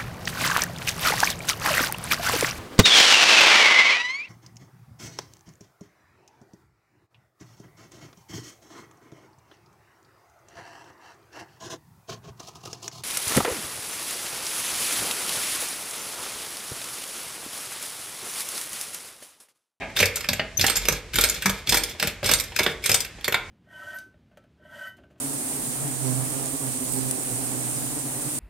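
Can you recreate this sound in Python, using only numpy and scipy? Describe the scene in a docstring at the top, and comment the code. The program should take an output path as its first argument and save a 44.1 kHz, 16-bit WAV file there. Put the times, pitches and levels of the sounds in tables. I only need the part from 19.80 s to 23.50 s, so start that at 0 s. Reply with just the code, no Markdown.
"""A garage with a concrete floor: a foot pumps the pedal of a steel wheel dolly close to a two-port microphone.
Each stroke drags the pawl over the rack as dense noise grains, with clacks of filtered noise rattle.
The pawl drops home and rings as dying sines, and the frame thumps in low modes under the car's weight.
A brief chirp squeaks once. Sparse random taps make the garage's short tail, over steady coloured noise."""
import sys
import numpy as np
from scipy import signal
from scipy.fft import rfft, irfft
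from scipy.io import wavfile
from scipy.ndimage import uniform_filter1d

SR = 44100
rng = np.random.default_rng(int(sys.argv[2]) if len(sys.argv) > 2 else 0)


def natural_amplitude(level_db):
    """Convert a level in decibels to a linear amplitude factor, elementwise."""
    exponent = np.asarray(level_db, float) / 20
    return 10 ** exponent


def waveform_to_disk(signal):
    """Save audio, clipped to [-1, 1], as 16-bit WAV at the path in sys.argv[1]."""
    frames = np.transpose(np.atleast_2d(signal))
    scaled = np.clip(frames, -1, 1) * 32767
    samples = np.round(scaled).astype(np.int16)
    wavfile.write(sys.argv[1], SR, samples)


N = 163170

# Resonances of the steel frame. Each row: frequency in Hz, width in Hz (narrow ones are widened in use),
# relative level in dB.
FRAME = [(463, 28, 8), (600, 42, 6.5), (810, 65, 0.5), (1617, 380, -0.5), (2245, 410, 8.5), (2630, 23, 1.5),
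         (3470, 590, 5), (4280, 140, 3.5), (5040, 210, 6), (5920, 60, 2), (7210, 250, 4), (8300, 67, 7),
         (9070, 92, 4.5), (11040, 76, -6), (12670, 71, -7), (13800, 130, 6), (14500, 150, 10)]


def evened(x):
    """Scales to unit rms."""
    return x / np.sqrt(np.mean(x ** 2) + 1e-20)


def read(points, hz):
    """Reads a spectrum table on a log-frequency axis."""
    f, value = np.transpose(points)
    return np.interp(np.log(hz + 1), np.log(f + 1), value)


def add(mix, s, sound):
    """Mixes a sound in at a time in seconds."""
    part = mix[round(s * SR):][:len(sound)]
    part += sound[:len(part)]


def coloured(x, points):
    """Filters by a spectrum table in dB, without phase shift."""
    gain = natural_amplitude(read(points, np.fft.rfftfreq(x.shape[-1], 1 / SR)))
    return irfft(rfft(x) * gain, x.shape[-1])


def ring(modes, t, spread_db, luck, turns=0):
    """Sum of dying sine modes, each struck more or less well."""
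    hz, db, t60 = np.transpose(modes)[:, :, None]
    level = natural_amplitude(db + spread_db * luck[:, None] - 60 * t / t60)
    return (level * np.sin(2 * np.pi * (hz * t + turns))).sum(0)


def frame(hz):
    """Response of each resonance of the steel frame."""
    f, width, mode_db = np.transpose(FRAME)[:, :, None]
    width = np.maximum(width, 75)  # least width in Hz
    return natural_amplitude(mode_db) * width / (width + 1j * (hz - f ** 2 / hz))


def room_floor():
    """Steady coloured noise under everything, independent in mid and side."""
    # Each row: frequency in Hz, relative density in dB per Hz.
    floor_colour = [(18, -51), (30, 11.5), (81, 6.5), (540, -14), (1430, -14), (1760, -8.5), (7470, -20.5),
                    (12600, -35.5), (16000, -73)]
    return natural_amplitude(-44.5) * evened(coloured(rng.standard_normal((2, N)), floor_colour))


def earlier_stroke():
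    """A short burst at the very start, sent only to the garage: the tail of a stroke just before."""
    # Each row: frequency in Hz, relative density in dB per Hz.
    earlier_colour = [(59, -42), (100, -9), (836, -3), (1170, -11), (2270, -2), (4980, -32), (8640, -50),
                      (16000, -82)]
    out = np.zeros(N)
    add(out, 0, natural_amplitude(-21.5) * evened(coloured(rng.standard_normal(800), earlier_colour)))
    return out


def garage_tails():
    """Sparse taps of random sign, each band dying at its own speed; one tail for mid, one for side."""
    # Decay of the garage. Each row: frequency in Hz, time to fall 60 dB in seconds.
    garage_t60 = [(100, 0.56), (260, 0.71), (700, 0.45), (1840, 0.42), (4850, 0.24), (12800, 0.19)]
    taps = np.zeros((2, SR))
    # one tap at a random place in every 20 samples
    at = np.arange(200, SR - 20, 20) + rng.integers(0, 20, (2, (SR - 201) // 20))
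    np.put_along_axis(taps, at, rng.choice([-1., 1.], at.shape), 1)
    hz, t, z = signal.stft(taps, SR, nperseg=256)
    decay = natural_amplitude(-60 * t / read(garage_t60, hz)[:, None])
    tail = signal.istft(z * decay, SR, nperseg=256)[1]
    return tail / np.linalg.norm(tail[0])


def clacks():
    """A short uneven rattle drives the struck part and the frame's resonances, differently at each blow."""
    # Steel on steel. Each row: time in seconds, relative level in dB, pitch of the struck part in Hz,
    # weight below 1.2 kHz in dB and brightness above 5 kHz in dB, both against the band between.
    blows = [(0.0994, -32, 1670, -3, -15), (0.1635, -11.5, 3400, -30, -7), (0.1685, -9.5, 2400, -38, -3),
             (0.1895, -8, 4850, -29, -2), (0.2011, -3.5, 2900, -3.5, -2), (0.2267, 0.5, 1990, -7.5, -14),
             (0.256, -8.5, 2330, 9, 22), (0.3574, -11, 7200, -5, 13), (0.3674, -16.5, 6600, -11, 2),
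             (0.4064, -19, 2780, -6, 1.5), (0.4416, -16, 2240, -13, -13), (0.4873, -6, 4540, -8, -0.5),
             (0.5309, -10.5, 2430, -9, -0.5), (0.595, -7.5, 1920, -3.5, -29),
             (0.7952, -10, 3000, -11.5, -1), (0.8115, -3.5, 5040, -35, 5.5), (0.8402, -5.5, 1950, -2, -7.5),
             (0.8641, -4.5, 3300, -8, 20), (0.8804, -8.5, 2250, -10, -7), (0.898, -8, 7800, -10.5, -1.5),
             (0.9553, -10, 6900, -7, 9), (0.965, -6, 7300, -12, 10), (1.0164, -25.5, 6850, 6, 8),
             (1.0522, -14, 5030, -6, -2), (1.0846, -2, 5920, -1.5, 3.5), (1.1238, -13, 6560, -2, 5),
             (1.3345, -17, 3370, -30, -7.5), (1.3405, -15.5, 2310, -35, -1), (1.3562, -7.5, 1850, -20, 3.5),
             (1.3852, -4, 2150, -3, -0.5), (1.4097, -4.5, 2800, -7, 31), (1.4377, -2, 2400, -8, 3.5),
             (1.4864, -14.5, 6100, 3, 17), (1.4966, -7, 7040, -12, 12.5), (1.5438, -20, 5370, -19, 13),
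             (1.622, -13, 1540, -32, -4), (1.6574, -2.5, 1260, -7.5, -2), (1.695, -10.5, 1890, 3.5, 7),
             (1.8721, -14, 3370, -20, -4), (1.8927, -4, 5100, -32, 7), (1.9214, -4.5, 5470, -2.5, 1),
             (1.9435, -4, 1940, 2, 8.5), (1.9704, -5.5, 2350, -10.5, 3), (2.035, -10.5, 9400, -18, 7),
             (2.0944, -25, 2060, -13, 15), (2.148, -34.5, 600, 5, -16), (2.1974, -11.5, 3670, -11, -0.5),
             (2.2257, -6.5, 2100, -5, -3), (2.2719, -10.5, 2630, -5.5, 2), (2.4293, -19.5, 620, 5.5, -10),
             (2.4414, -14.5, 3300, -31, 0), (2.4599, -10, 8300, -17, 3), (2.4907, -7, 3750, 0.5, 0),
             (2.513, -3, 2770, -7, 5.5), (2.5358, -1.5, 8800, -20, 6.5), (2.5862, -17, 4500, -30, 18),
             (2.598, -9.5, 8050, -28, 7), (2.6374, -22.5, 1720, -28, 10), (2.72, -27.5, 900, -2, -15),
             (2.7615, -9, 4900, -21, -1.5), (2.7885, -6.5, 4700, -18, -3), (2.7925, -7.5, 2300, 0, -2),
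             (2.8035, -16, 1930, 4, -20), (2.832, -11.5, 2600, -10, 4), (2.863, -4.5, 1820, -4, -16),
             (3.039, -13.5, 2320, -33, -1), (3.0585, -6.5, 8400, -38, 3), (3.0937, -4.5, 2400, -5, 3),
             (3.1158, -3.5, 5930, -6, 8.5), (3.1423, -0.5, 8100, -12, 6), (3.1924, -44.5, 7560, -30, 18),
             (3.2033, -10.5, 8100, -34, 10), (3.2479, -19.5, 1710, -35, -2), (3.385, -43, 480, 12.5, -24),
             (3.4097, -32, 3250, -21, -4), (3.4432, -11.5, 3720, -16, -1.5), (3.4788, -8, 1970, -2.5, -3.5),
             (3.5232, -10, 2470, -9, -4.5), (3.5428, -3, 1520, -8, -14)]
    # Each row: frequency in Hz, relative density in dB per Hz.
    clack_colour = [(59, -38), (100, 0.5), (452, -2), (691, 0), (836, 0), (1010, 2.5), (2860, -2),
                    (10000, -18.5), (12700, -10), (16000, -35)]
    clack_db, lead_s = -10, 0.005  # lead: room for the filters to swell ahead of the contact
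    rattle_t60_s = 0.056
    tick_db, tick_t60_s = 1, 0.012  # the first contact
    lump_db, patch_db = 2.5, 2.5  # uneven contacts within a blow, uneven colour between blows
    pitch_db, pitch_q, hump_db, hump_octaves = 3, 7, 4, 0.7  # the struck part's ring, the hump around it
    frame_spread_db = 4

    out, t, hz = np.zeros(N), np.arange(8192) / SR, np.fft.rfftfreq(8192, 1 / SR) + 1
    modes = frame(hz)
    low, high = 1 / (1 + (hz / 1200) ** 6), 1 / (1 + (5000 / hz) ** 6)
    bands = [low, 1 - low - high, high]
    # the treble has an envelope of its own
    rise_s = np.array([0.0019, 0.0019, 0.0015])[:, None]
    t60 = np.array([rattle_t60_s, rattle_t60_s, 0.053])[:, None]
    late = np.maximum(t - lead_s, 0)
    decay = natural_amplitude(-60 * late / t60) + natural_amplitude(tick_db - 60 * late / tick_t60_s)
    envelope = (1 - np.exp(-late / rise_s)) * decay

    draws = rng.standard_normal((len(blows), 3, 8192))
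    for (s, db, pitch_hz, weight_db, bright_db), (noise, lumps, luck) in zip(blows, draws):
        shape = envelope * natural_amplitude(lump_db * evened(uniform_filter1d(lumps, size=60)))
        body = 1 + (natural_amplitude(frame_spread_db * luck[-len(FRAME):, None]) * modes).sum(0)
        body += natural_amplitude(pitch_db) / (1 + 1j * pitch_q * (hz / pitch_hz - pitch_hz / hz))
        hump = np.exp(-(np.log2(hz / pitch_hz) / hump_octaves) ** 2)
        patches = evened(uniform_filter1d(uniform_filter1d(luck[:len(hz)], size=60), size=60))
        colour_db = read(clack_colour, hz) + hump_db * hump + patch_db * patches
        parts = irfft(rfft(noise * shape) * body * natural_amplitude(colour_db) * bands)
        balance = natural_amplitude(np.array([weight_db, 0, bright_db]))[:, None]
        parts *= balance / np.linalg.norm(parts, axis=1)[:, None]
        # middle and treble together get the energy of a plain decay
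        energy = np.sqrt(rattle_t60_s * SR / (2 * np.log(1000))) / np.linalg.norm(parts[1:])
        add(out, s - lead_s, natural_amplitude(db + clack_db) * energy * parts.sum(0))
    return out


def drag():
    """Dense small slips of uneven size, each a tiny burst into the frame, while the pedal moves."""
    # The pawl along the rack, down strokes and returns. Each row: start in seconds, length in seconds, level in dB.
    strokes = [(0.15, 0.077, -27), (0.315, 0.27, -44.5), (0.769, 0.16, -34), (0.937, 0.23, -38),
               (1.327, 0.1, -31.5), (1.397, 0.18, -36), (1.599, 0.19, -42.5), (1.86, 0.11, -30.5),
               (1.984, 0.13, -39.5), (2.184, 0.096, -35), (2.428, 0.088, -27.5), (2.57, 0.14, -47),
               (2.739, 0.18, -40.5), (3.018, 0.11, -33), (3.174, 0.05, -46), (3.35, 0.11, -97)]
    # Each row: frequency in Hz, relative density in dB per Hz.
    drag_colour = [(59, -30), (100, 5.5), (1130, -9.5), (2220, -2), (2800, -2.5), (3250, -1),
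                   (14100, -11.5), (16000, -51)]
    slips_per_s, slip_s, rise_s, fall_s = 500, 0.0062, 0.034, 0.025

    sizes = natural_amplitude(2.3 * np.minimum(rng.exponential(1, N), 3))
    slips = sizes * (rng.random(N) < slips_per_s / SR)
    power = signal.lfilter([1], [1, -np.exp(-1 / (SR * slip_s))], slips)
    bursts = power ** .5 * rng.standard_normal(N)
    bursts = irfft(rfft(bursts) * (1 + frame(np.fft.rfftfreq(N, 1 / SR) + 1).sum(0)), N)
    t, (s, length, db) = np.arange(N) / SR, np.transpose(strokes)[:, :, None]
    moving = np.clip((t - s) / rise_s, 0, 1) * np.exp(-np.maximum(t - s - length, 0) / fall_s)
    return evened(coloured(bursts, drag_colour)) * (natural_amplitude(db) * moving).sum(0)


def thumps():
    """Low modes of frame and tyre pushed softly, and the car body's slow wavering boom."""
    # The load shifting on the frame. Each row: time in seconds, relative level of the modes in dB,
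    # level of the slow body boom in dB before its soft rise, pitch in Hz near which modes ring most.
    shifts = [(0.201, -27.5, -40, 98), (0.481, -26, -39, 155), (0.597, -34.5, -44, 300),
              (0.784, -26.5, -31, 93), (0.957, -40.5, -23.5, 80.4), (1.088, -28.5, -28.5, 177),
              (1.337, -31, -22, 98), (1.652, -25, -31, 205), (1.873, -29, -24, 106), (2.227, -27, -34, 193),
              (2.425, -31.5, -32, 117), (2.5, -33, -35.5, 155), (2.793, -32.5, -37.5, 184),
              (2.857, -35, -51, 200), (3.088, -31, -48, 132), (3.479, -39.5, -52, 200)]
    # Each row: frequency in Hz, relative level in dB, time to fall 60 dB in seconds.
    chassis = [(72, -6, .3), (93, -3, .3), (122, -3, .25), (155, -2, .22), (195, -2, .2), (245, -3, .2),
               (315, -5, .18), (390, -7, .18), (470, -7, .2)]
    boom_hz, waver_hz, boom_t60_s = 50, 6, 0.6
    hump_db, hump_octaves, rise_s, spread_db = 7.5, 0.38, 0.025, 4

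    out, t = np.zeros(N), np.arange(SR) / SR
    hz, mode_db, t60 = np.transpose(chassis)
    lucks = rng.standard_normal((len(shifts), len(chassis)))
    drifts = rng.standard_normal((len(shifts), 21))  # 20 steps of pitch a second
    for (s, db, boom_db, pitch_hz), luck, drift in zip(shifts, lucks, drifts):
        wavering_hz = boom_hz + waver_hz * np.interp(t * 20, np.arange(len(drift)), drift)
        boom = natural_amplitude(boom_db - 60 * t / boom_t60_s) * np.sin(2 * np.pi * np.cumsum(wavering_hz) / SR)
        near_db = hump_db * np.exp(-(np.log2(hz / pitch_hz) / hump_octaves) ** 2)
        modes = np.transpose([hz, mode_db + near_db, t60])
        rung = natural_amplitude(db) * ring(modes, t, spread_db, luck, turns=drift[:len(hz), None])
        add(out, s, (1 - np.exp(-t / rise_s)) * (rung + boom))
    return out


def squeak():
    """A brief high chirp, falling, with its octave, as the pivot takes the load."""
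    start_s, length_s, pitch_hz, fall_hz = 0.766, 0.019, 6360, 422
    level_db, octave_db = -16, -7
    out, u = np.zeros(N), np.arange(0, 1, 1 / (SR * length_s))
    turn = 2 * np.pi * np.cumsum(pitch_hz - fall_hz * u) / SR
    swell = np.sin(np.pi * u ** 1.5) ** 2
    chirp = np.sin(turn) + natural_amplitude(octave_db) * swell * np.sin(2 * turn)
    add(out, start_s, natural_amplitude(level_db) * swell * chirp)
    return out


def pawl():
    """The pawl drops into a tooth and rings clear until the next contact damps it."""
    # Each row: time in seconds, relative ring level in dB, seconds until it is damped.
    drops = [(0.897, -19.5, 0.015), (1.439, -18, 0.062), (1.974, -22.5, 0.084), (2.465, -23, 0.0089),
             (2.536, -18, 0.024), (3.057, -28, 0.0094), (3.144, -22, 0.019)]
    # Each row: frequency in Hz, relative level in dB, time to fall 60 dB in seconds.
    pawl_modes = [(1373, -13, .15), (4533, -5, .16), (5110, -10, .15), (8500, 1, .16), (8300, -10, .1),
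                  (12450, -13, .06), (13880, -12, .1)]
    out, t = np.zeros(N), np.arange(6000) / SR
    lucks = rng.standard_normal((len(drops), len(pawl_modes)))
    for (s, db, free_s), luck in zip(drops, lucks):
        damping_db = 1500 * np.maximum(t - free_s, 0)  # 1500 dB a second
        add(out, s, natural_amplitude(db - 3 - damping_db) * ring(pawl_modes, t, 1.5, luck))
    return out


def wandering(near):
    """Turns the phase at random: contacts all along the frame reach the ports unevenly."""
    hold_s, swing_rad = 0.002, 1.3  # how long a direction holds, rms swing
    smoother = np.poly([np.exp(-2 / (hold_s * SR))] * 2)
    turn = swing_rad * evened(signal.lfilter([1], smoother, rng.standard_normal(N)))
    return (signal.hilbert(near) * np.exp(1j * turn)).imag


def scene():
    """Direct sound and garage as mid and side, then the two microphone ports."""
    # Gain of the side signal. 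Each row: frequency in Hz, side minus mid in dB.
    side_gain = [(60, -54), (150, -19), (380, -17), (950, -14.5), (2380, -12.5), (5980, -2.5), (15000, 0)]
    lean_db = -0.8  # left minus right
    air = room_floor()
    near = clacks() + drag() + squeak() + pawl()
    sent = near + earlier_stroke()
    wet = signal.fftconvolve(sent[None], garage_tails(), axes=1)[:, :N] * natural_amplitude(-8.5)
    near = near + thumps()  # thumps stay dry: low modes and boom without garage tail
    mid = near + wet[0] + air[0]
    side = coloured(wandering(near) + wet[1] + air[1], side_gain)
    return np.array([mid + side, mid - side]) * natural_amplitude(np.array([[lean_db / 2], [-lean_db / 2]]))


def band_limit(x):
    """A steep low-pass at the top of the band."""
    return signal.sosfilt(signal.butter(12, 16250, fs=SR, output="sos"), x)


def record(dry):
    """The microphone's bass cut, a soft limit on peaks and the band limit."""
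    low_hz, ceiling, edge_hz = 41.3, 0.95, 16250  # ceiling: level the peaks are rounded towards
    cut = signal.sosfilt(signal.butter(4, low_hz, "high", fs=SR, output="sos"), dry)
    soft = ceiling * np.tanh(cut / ceiling)
    band = signal.firwin(511, edge_hz, window=("kaiser", 9), fs=SR)
    limited = signal.oaconvolve(soft, band[None], "same")
    return band_limit(limited)


dry = scene()
out = record(dry)
waveform_to_disk(out)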